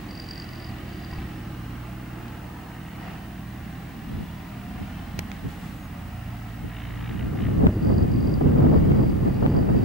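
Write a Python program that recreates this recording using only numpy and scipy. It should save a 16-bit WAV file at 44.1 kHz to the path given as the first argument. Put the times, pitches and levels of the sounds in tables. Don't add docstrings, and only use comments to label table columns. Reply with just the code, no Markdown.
import sys
import numpy as np
from scipy import signal
from scipy.fft import rfft, irfft, next_fast_len
from scipy.io import wavfile
from scipy.ndimage import uniform_filter1d, map_coordinates

SR = 44100
rng = np.random.default_rng(int(sys.argv[2]) if len(sys.argv) > 2 else 0)


def bounce(signal):
    frames = np.transpose(np.atleast_2d(signal))
    limited = np.clip(frames, -1, 1)
    pcm = np.round(limited * 32767).astype(np.int16)
    wavfile.write(sys.argv[1], SR, pcm)


N = 433944
TIME = np.arange(N) / SR

# t/s, f/Hz
NEAR_RATE = [(0, 61.7), (0.8, 62.43), (1.5, 58.97), (2.1, 60.17), (2.9, 60.1), (3.6, 60.76), (5.6, 61.1),
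             (6, 59.84), (6.5, 56.9), (7, 58.05), (7.5, 64.25)]
FAR_RATE = [(0, 45.76), (0.7, 43.3), (1.4, 43.57), (1.9, 42.15), (2.6, 41.36), (3.2, 39.73), (3.9, 41.4),
            (5.7, 43.3), (6.6, 45.76)]
HARVESTER_RATE = [(0, 33.3), (0.9, 33.86), (1.6, 30.78), (2.3, 32.63), (3.1, 32.7), (3.8, 33.19),
                  (5.7, 32.99), (6.3, 31.8)]
# t/s, level/dB
NEAR_LEVEL = [(0, -45), (1.8, -39), (3.4, -43.5), (5.7, -45), (6.4, -37), (7.1, -33)]
FAR_LEVEL = [(0, -43.5), (3, -48), (5.5, -40), (6.6, -44.5)]
HARVESTER_LEVEL = [(0, -45), (1.6, -41.5), (2.5, -47), (3.2, -40), (5.6, -41), (6.3, -51)]
# multiple of the engine's rate, level/dB
NEAR_TONES = [(1, -7), (1.5, -25), (2, -4.5), (2.5, -23), (3, -15.5), (4, -17.5), (5, -14.5), (8, -26)]
FAR_TONES = [(1, -4.5), (2, 1), (3, -13), (4, -13.5), (5, -18), (7, -14)]
HARVESTER_TONES = [(4, -24), (5, -1), (6, -2), (7, -12.5), (8, -12.5), (9, -9), (10, -3.5), (11, -8.5)]
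# t/s, f/Hz
GROUND_EDGE = [(2.3, 366), (3.2, 300), (4.2, 272.5)]
# f/Hz, level/dB
ROAR_COLOUR = [(20, -32), (40, -18), (60, -1.5), (130, -1), (190, 2), (250, -0.5), (310, -1), (420, -8),
               (490, 0.5), (1200, 12)]
MACHINERY_COLOUR = [(150, -20), (400, -4), (540, -9), (720, 1.5), (950, -5), (1250, -4), (1580, -7),
                    (1900, -5), (2350, -11), (2850, -10), (3300, -16.5), (5000, -22.5), (8000, -36),
                    (15000, -47)]
KNOCK_COLOUR = [(500, -23), (1200, 2), (1900, 10), (2400, 5), (3000, 7.5), (3300, -6), (3800, -1),
                (4400, -30), (7000, -41)]
# f/Hz, likeness
ROAR_LIKENESS = [(100, 0.87), (300, 0.93), (600, 0.36)]
MACHINERY_LIKENESS = [(200, 0.15), (700, 0.48), (1400, 0.63), (3000, 0.43), (7000, 0.15)]
# t/s, level/dB
ROAR_LOUDNESS = [(0, -42), (2.7, -44), (4.7, -38.5), (7.1, -43)]
MACHINERY_TREBLE = [(0, 3.5), (1.3, 2), (2.2, -2), (5, -0.5), (7.8, -3.5)]
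# t/s, added share/dB, half-length/s
DIN_SWELLS = [(3.08, -6, 0.054)]
# t/s, length/s, level/dB
THROTTLE_BURSTS = [(2.682, .25, -59.5), (6.672, 0.557, -49.5), (7.361, 0.086, -47.5)]

# f/Hz, level/dB
WHINE_TONES = [(15525, -70), (15574, -76), (15622, -61.5), (15676, -75), (15725, -79)]
HISS_COLOUR = [(100, 0), (5000, -0.038), (10000, 0), (15000, -.5)]
# f/Hz, likeness
HISS_LIKENESS = [(4000, 0.18), (8000, 0.43), (12000, 0.82), (15000, 1.0)]

# t/s, length/s, level/dB, f/Hz
TRILLS = [(0.08, 0.349, -40.5, 4740), (0.444, .25, -46, 4840), (0.859, 0.32, -53, 4760),
          (7.7, 2.13, -63, 4720), (7.809, 0.21, -53, 4700), (8.11, 0.25, -57, 4710),
          (8.681, 0.094, -63, 4740), (8.9, 0.19, -66.5, 4700), (9.221, 0.14, -69, 4730),
          (9.47, 0.15, -63, 4770), (9.72, .12, -63, 4730)]
# f/Hz, level/dB
SCRATCH_COLOUR = [(3000, -18), (4400, 0.5), (5200, 3), (5800, -11), (8200, -15.5), (11000, -34)]
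GRASS_COLOUR = [(3000, -38), (4350, -9), (4700, 7), (5050, -12), (5600, -19), (9000, -55)]

# t/s, level/dB, half-length/s
LOW_THUDS = [(.71, -37, 0.032), (1.2, -36, 0.057), (4.17, -36.5, 0.077), (5.18, -29.5, .012)]
# f/Hz, level/dB
THUD_COLOUR = [(20, -21), (65, 8.5), (130, 2), (260, -9), (450, -31), (1100, -29), (4000, -33.5),
               (9000, -67)]
# t/s, level/dB
TRIPOD_JOLTS = [(1.128, -34), (1.186, -31), (1.219, -36.5)]
# f/Hz, level/dB, time to fade 60 dB/s
TRIPOD_TONES = [(76.8, 7, 0.11), (190, 5, 0.046), (780, -7, .04), (1005, -10, 0.11), (2280, -9.5, 0.053),
                (2620, -6.5, .025)]
# t/s, level/dB, time to fade 60 dB/s, treble limit/Hz
SWITCH_CLICKS = [(2.281, -33, .008, 9000), (5.1902, -19, 0.016, 18000), (5.3157, -24, 0.0088, 7500)]
# f/Hz, level/dB
CASE_COLOUR = [(200, 3), (700, 4), (1800, -4), (2250, 7), (2800, -3), (6000, -6), (9000, -11.5),
               (15000, -11.5)]

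# f/Hz, level/dB
WIND_MID = [(10, -21), (30, -8), (55, -3), (105, 0), (220, -3.5), (330, -11), (520, -19), (1000, -31.5),
            (2000, -47.5), (5000, -92)]
WIND_SIDE = [(10, -14), (35, -19), (80, 2.5), (150, 4), (250, 3), (400, -1.5), (650, -11), (1000, -19),
             (2000, -44), (5000, -74)]
# peak t/s, build-up/s, push/dB, flutter relative to the push/dB
WIND_GUSTS = [(4.22, 0.092, -33.5, -27), (4.82, 0.033, -36.5, -25), (5.18, 0.026, -37, -25),
              (5.46, .017, -29, -26), (6.66, 0.032, -34, -27), (7.67, 0.04, -21, -11.5),
              (7.91, 0.03, -23, -14), (8.03, 0.061, -29.5, -13), (8.32, .06, -44, -3),
              (8.46, 0.016, -19, -16.5), (8.65, 0.076, -28, -5.5), (8.76, .045, -24.5, -10),
              (8.9, 0.038, -32, -14), (9.02, .06, -31, -8.5), (9.28, 0.043, -31, -10),
              (9.47, 0.032, -25.5, -8), (9.58, 0.062, -23.5, -12.5), (9.701, 0.052, -32.5, -10),
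              (9.77, 0.028, -21.5, -21.5), (9.84, 0.028, -34, -12)]
# t/s, level/dB
STEADY_WIND = [(6.8, -50), (7.15, -34), (7.55, -23.5), (8.2, -24.5), (8.8, -20), (9.3, -26), (9.84, -27)]
# t/s, level/dB, half-length/s
AIR_SLAPS = [(7.668, -27, 0.00093), (8.413, -28, 0.0031), (8.646, -35, .003), (8.92, -41, 0.0014),
             (9.428, -30, .002), (9.456, -35, 0.0025), (9.692, -36, .002), (9.747, -33.5, .002)]
# t/s, pop height, time the rumble stays mono/s
WIND_POPS = [(7.669, 0.84, 0.13), (8.919, 0.3, 0.0019), (9.463, 0.52, 0.067)]

# start t/s, end t/s, f/Hz, top level/dB
MOTOR_TONES = [(5.37, 5.88, 11611, -68), (5.76, 5.88, 6644, -65)]
# t/s, level/dB, half-length/s
GEAR_WHIRS = [(5.35, -60, .04), (5.51, -54.5, .025), (5.66, -54.5, 0.076)]
# f/Hz, level/dB
GEAR_COLOUR = [(800, -13), (2000, 8), (5500, -5), (8000, -6), (15000, -17)]


def amp(db):
    return 10 ** (np.asarray(db) / 20)


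def unit(x):
    return x / np.sqrt(np.mean(x ** 2) + 1e-20)


def along(points, hz):
    f, v = np.transpose(points)
    return np.interp(np.log(hz + 1), np.log(f + 1), v)


def curve(points):
    return np.interp(TIME, *np.transpose(points))


def wobble(rate):
    return map_coordinates(rng.standard_normal(int(N * rate / SR) + 4), [TIME * rate])


def filtered(x, response):
    size = next_fast_len(N + 8192)
    return irfft(rfft(x, size) * response(np.fft.rfftfreq(size, 1 / SR)), size)[..., :N]


def noise(colour):
    return unit(filtered(rng.standard_normal(N), lambda hz: amp(along(colour, hz))))


def stereo(mid, side):
    return np.array([mid + side, mid - side])


def wide(colour, likeness):
    apart = lambda hz: np.tan(np.arccos(np.clip(along(likeness, hz), -.9, 1)) / 2)
    return stereo(noise(colour), filtered(noise(colour), apart))


def sine(hz, db):
    return np.sqrt(2) * amp(db) * np.sin(2 * np.pi * hz * TIME + rng.uniform(0, 2 * np.pi))


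def swells(rows):
    return sum(amp(db) * np.exp(-.5 * ((TIME - s) / half) ** 2) for s, db, half in rows)


def burst(start, length, attack_s, release_s, growth_db):
    age, hold = TIME - start, max(length, attack_s)
    gate = np.interp(age, [0, attack_s, hold, hold + release_s], [0, 1, 1, 0])
    return gate * amp(growth_db * (np.clip(age / length, 0, 1) - 1.5))


def turns(rate, unsteady):
    return np.cumsum(curve(rate) * (1 + unsteady * wobble(7))) / SR


def puffs(cycles, sharp):
    return unit(np.exp(sharp * np.cos(2 * np.pi * cycles)))


def exhaust_hum(cycles, level, partials, fading_db, blur):
    tones = 0
    for multiple, db in partials:
        drift = rng.uniform(0, 2 * np.pi) + blur * np.sqrt(multiple) * wobble(9)
        gain = amp(db + fading_db * wobble(3.01))
        tones = tones + gain * np.sin(2 * np.pi * multiple * cycles + drift)
    return amp(curve(level)) * unit(tones)


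def over_ground(x, steep):
    hz, times, bands = signal.stft(x, SR, nperseg=2048)
    edge = np.interp(times, *np.transpose(GROUND_EDGE))
    loss = np.sqrt(1 + (hz[:, None] / edge) ** steep)
    return signal.istft(bands / loss, SR, nperseg=2048)[1][..., :N]


def exhaust_roar(cycles):
    roar = unit(over_ground(wide(ROAR_COLOUR, ROAR_LIKENESS), steep=10.1))
    return amp(curve(ROAR_LOUDNESS) + 0.45 * wobble(5)) * roar * puffs(cycles, sharp=0.28)


def shimmer(x, patchy_db):
    bands = signal.stft(x, SR, nperseg=2048)[2]
    patches = uniform_filter1d(rng.standard_normal(bands.shape[1:]), size=3, axis=0)
    patches = uniform_filter1d(patches, size=16, axis=1)
    return signal.istft(bands * amp(patchy_db * unit(patches)), SR, nperseg=2048)[1][:, :N]


def machinery(cycles, start_db=-48, approach_db_per_s=0.3):
    hiss = shimmer(wide(MACHINERY_COLOUR, MACHINERY_LIKENESS), patchy_db=1.95)
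    hiss = hiss * puffs(cycles, sharp=0.092)
    treble = filtered(hiss, lambda hz: 1 - 1 / (1 + (hz / 1600) ** 4))
    gain = amp(start_db + approach_db_per_s * TIME + .5 * wobble(6))
    return gain * (hiss + (amp(curve(MACHINERY_TREBLE)) - 1) * treble)


def diesel_knock(cycles, idle_db=-65.5):
    throttle = sum(amp(db) * burst(s, length, attack_s=0.034, release_s=.07, growth_db=1.2)
                   for s, length, db in THROTTLE_BURSTS)
    gain = (amp(idle_db) + throttle) * amp(1.9 * wobble(30))
    return gain * noise(KNOCK_COLOUR) * puffs(cycles, sharp=1.2)


def engines():
    near, far, shaft = turns(NEAR_RATE, 0.0035), turns(FAR_RATE, 0.0037), turns(HARVESTER_RATE, 0.0019)
    hum = (exhaust_hum(near, NEAR_LEVEL, NEAR_TONES, fading_db=2.2, blur=.25)
           + exhaust_hum(far, FAR_LEVEL, FAR_TONES, fading_db=2.0, blur=0.17)
           + exhaust_hum(shaft, HARVESTER_LEVEL, HARVESTER_TONES, fading_db=0.5, blur=0.15))
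    surge = 1 + swells(DIN_SWELLS)
    drone = over_ground(hum, steep=18.5) + surge * exhaust_roar(near)
    clatter = surge * machinery(far) + diesel_knock(near)
    return drone * amp([[-.9], [.9]]) + clatter * amp([[-.3], [.3]])


def electronics():
    whine = sum(sine(hz, db) for hz, db in WHINE_TONES)
    return whine + amp(-59) * wide(HISS_COLOUR, HISS_LIKENESS)


def cricket(wing_hz=44.84, stroke_s=0.0019, sweep=0.032, drift=0.0045, scratch_db=-9.5, uneven_db=4.5):
    cycles = TIME * wing_hz + 0.04 * wobble(25)
    stroke = np.abs(cycles + .5).astype(int)
    size_db, detune = (rng.standard_normal((stroke.max() + 1, 2)) * [uneven_db, .006])[stroke].T
    from_centre = (cycles - stroke) / wing_hz / stroke_s
    pulses = unit(np.exp(-.5 * from_centre ** 2) * amp(size_db))
    loudest_db = max(row[2] for row in TRILLS)
    direct, scattered, pitch = 0, 0, TRILLS[0][3]
    for s, length, db, hz in TRILLS:
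        trill = amp(db) * burst(s, length, attack_s=0.017, release_s=.025, growth_db=5.5)
        direct = direct + trill
        share = amp(-9.5 + .3 * (loudest_db - db))
        scattered = scattered + trill * share
        pitch = np.where(TIME > s, hz, pitch)
    pitch = pitch * (1 + drift * wobble(7.7) + detune - sweep * np.tanh(from_centre / 2))
    tone = np.sqrt(2) * np.sin(2 * np.pi * np.cumsum(pitch) / SR)
    song = pulses * (tone + amp(scratch_db) * noise(SCRATCH_COLOUR))
    return direct * song + scattered * wide(GRASS_COLOUR, likeness=[(4700, 0.67)])


def low_thuds():
    return swells(LOW_THUDS) * noise(THUD_COLOUR)


def tripod():
    ring = np.zeros(N)
    for s, db in TRIPOD_JOLTS:
        age = np.maximum(TIME - s, 0)
        for hz, tone_db, fade_s in TRIPOD_TONES:
            gain = amp(db + tone_db + rng.normal(0, 2.8) - 60 * age / fade_s)
            ring += gain * np.sin(2 * np.pi * hz * age)
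    return ring


def switch_clicks(attack_s=0.00088):
    case, clicks = wide(CASE_COLOUR, likeness=[(2000, 0.15)]), 0
    for s, db, fade_s, top_hz in SWITCH_CLICKS:
        age = np.maximum(TIME - s, 0)
        snap = case * amp(db - 60 * age / fade_s) * (1 - np.exp(-(age / attack_s) ** 2))
        clicks = clicks + filtered(snap, lambda hz: 1 / (1 + (hz / top_hz) ** 8))
    return clicks


def buffet(colour, push, flutter, lumps_db, spit_db):
    swirls = noise(colour)
    bass = filtered(swirls, lambda hz: 1 / (1 + (hz / 420) ** 4))
    spits = unit((swirls - bass) * amp(spit_db * wobble(130)))
    return unit(amp(lumps_db * wobble(45))) * (push * bass + flutter * spits)


def wind(collapse_s=0.02, pop_build_s=0.00085, pop_break_s=0.00019, pop_shared=0.16):
    push = amp(curve(STEADY_WIND)) * (TIME > STEADY_WIND[0][0])
    flutter = amp(-24.5) * push + swells(AIR_SLAPS)
    for s, build_s, db, flutter_db in WIND_GUSTS:
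        width_s = np.where(TIME < s, build_s, collapse_s)
        gust = amp(db) * np.exp(-.5 * ((TIME - s) / width_s) ** 2)
        push, flutter = push + gust, flutter + amp(flutter_db) * gust
    mid = buffet(WIND_MID, push, flutter, lumps_db=1.3, spit_db=3.5)
    side = buffet(WIND_SIDE, amp(0.6) * push, amp(8) * flutter, lumps_db=1.7, spit_db=2.0)
    for s, height, mono_s in WIND_POPS:
        side = side * np.interp(TIME, [s - .002, s, s + mono_s, s + mono_s + .019], [.94, .01, .01, .97])
        pressure = height * np.exp(-((TIME - s) / pop_build_s) ** 2)
        pop = pressure * np.clip((s + pop_build_s / 2 - TIME) / pop_break_s, 0, 1)
        mid, side = mid + pop_shared * pop, side + pop
    return stereo(mid, side)


def zoom():
    motor = sum(sine(hz, db) * np.interp(TIME, [start, start + .02, end - .02, end], [0, .35, 1, 0])
                for start, end, hz, db in MOTOR_TONES)
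    return motor + swells(GEAR_WHIRS) * wide(GEAR_COLOUR, likeness=[(4000, 0.33)])


def scene():
    field = engines() + cricket() + wind()
    return field + tripod() + low_thuds() + switch_clicks() + zoom() + electronics()


def record(dry, top_hz=15850):
    return filtered(np.clip(dry, -1, 1), lambda hz: hz < top_hz)


dry = scene()
out = record(dry)
bounce(out)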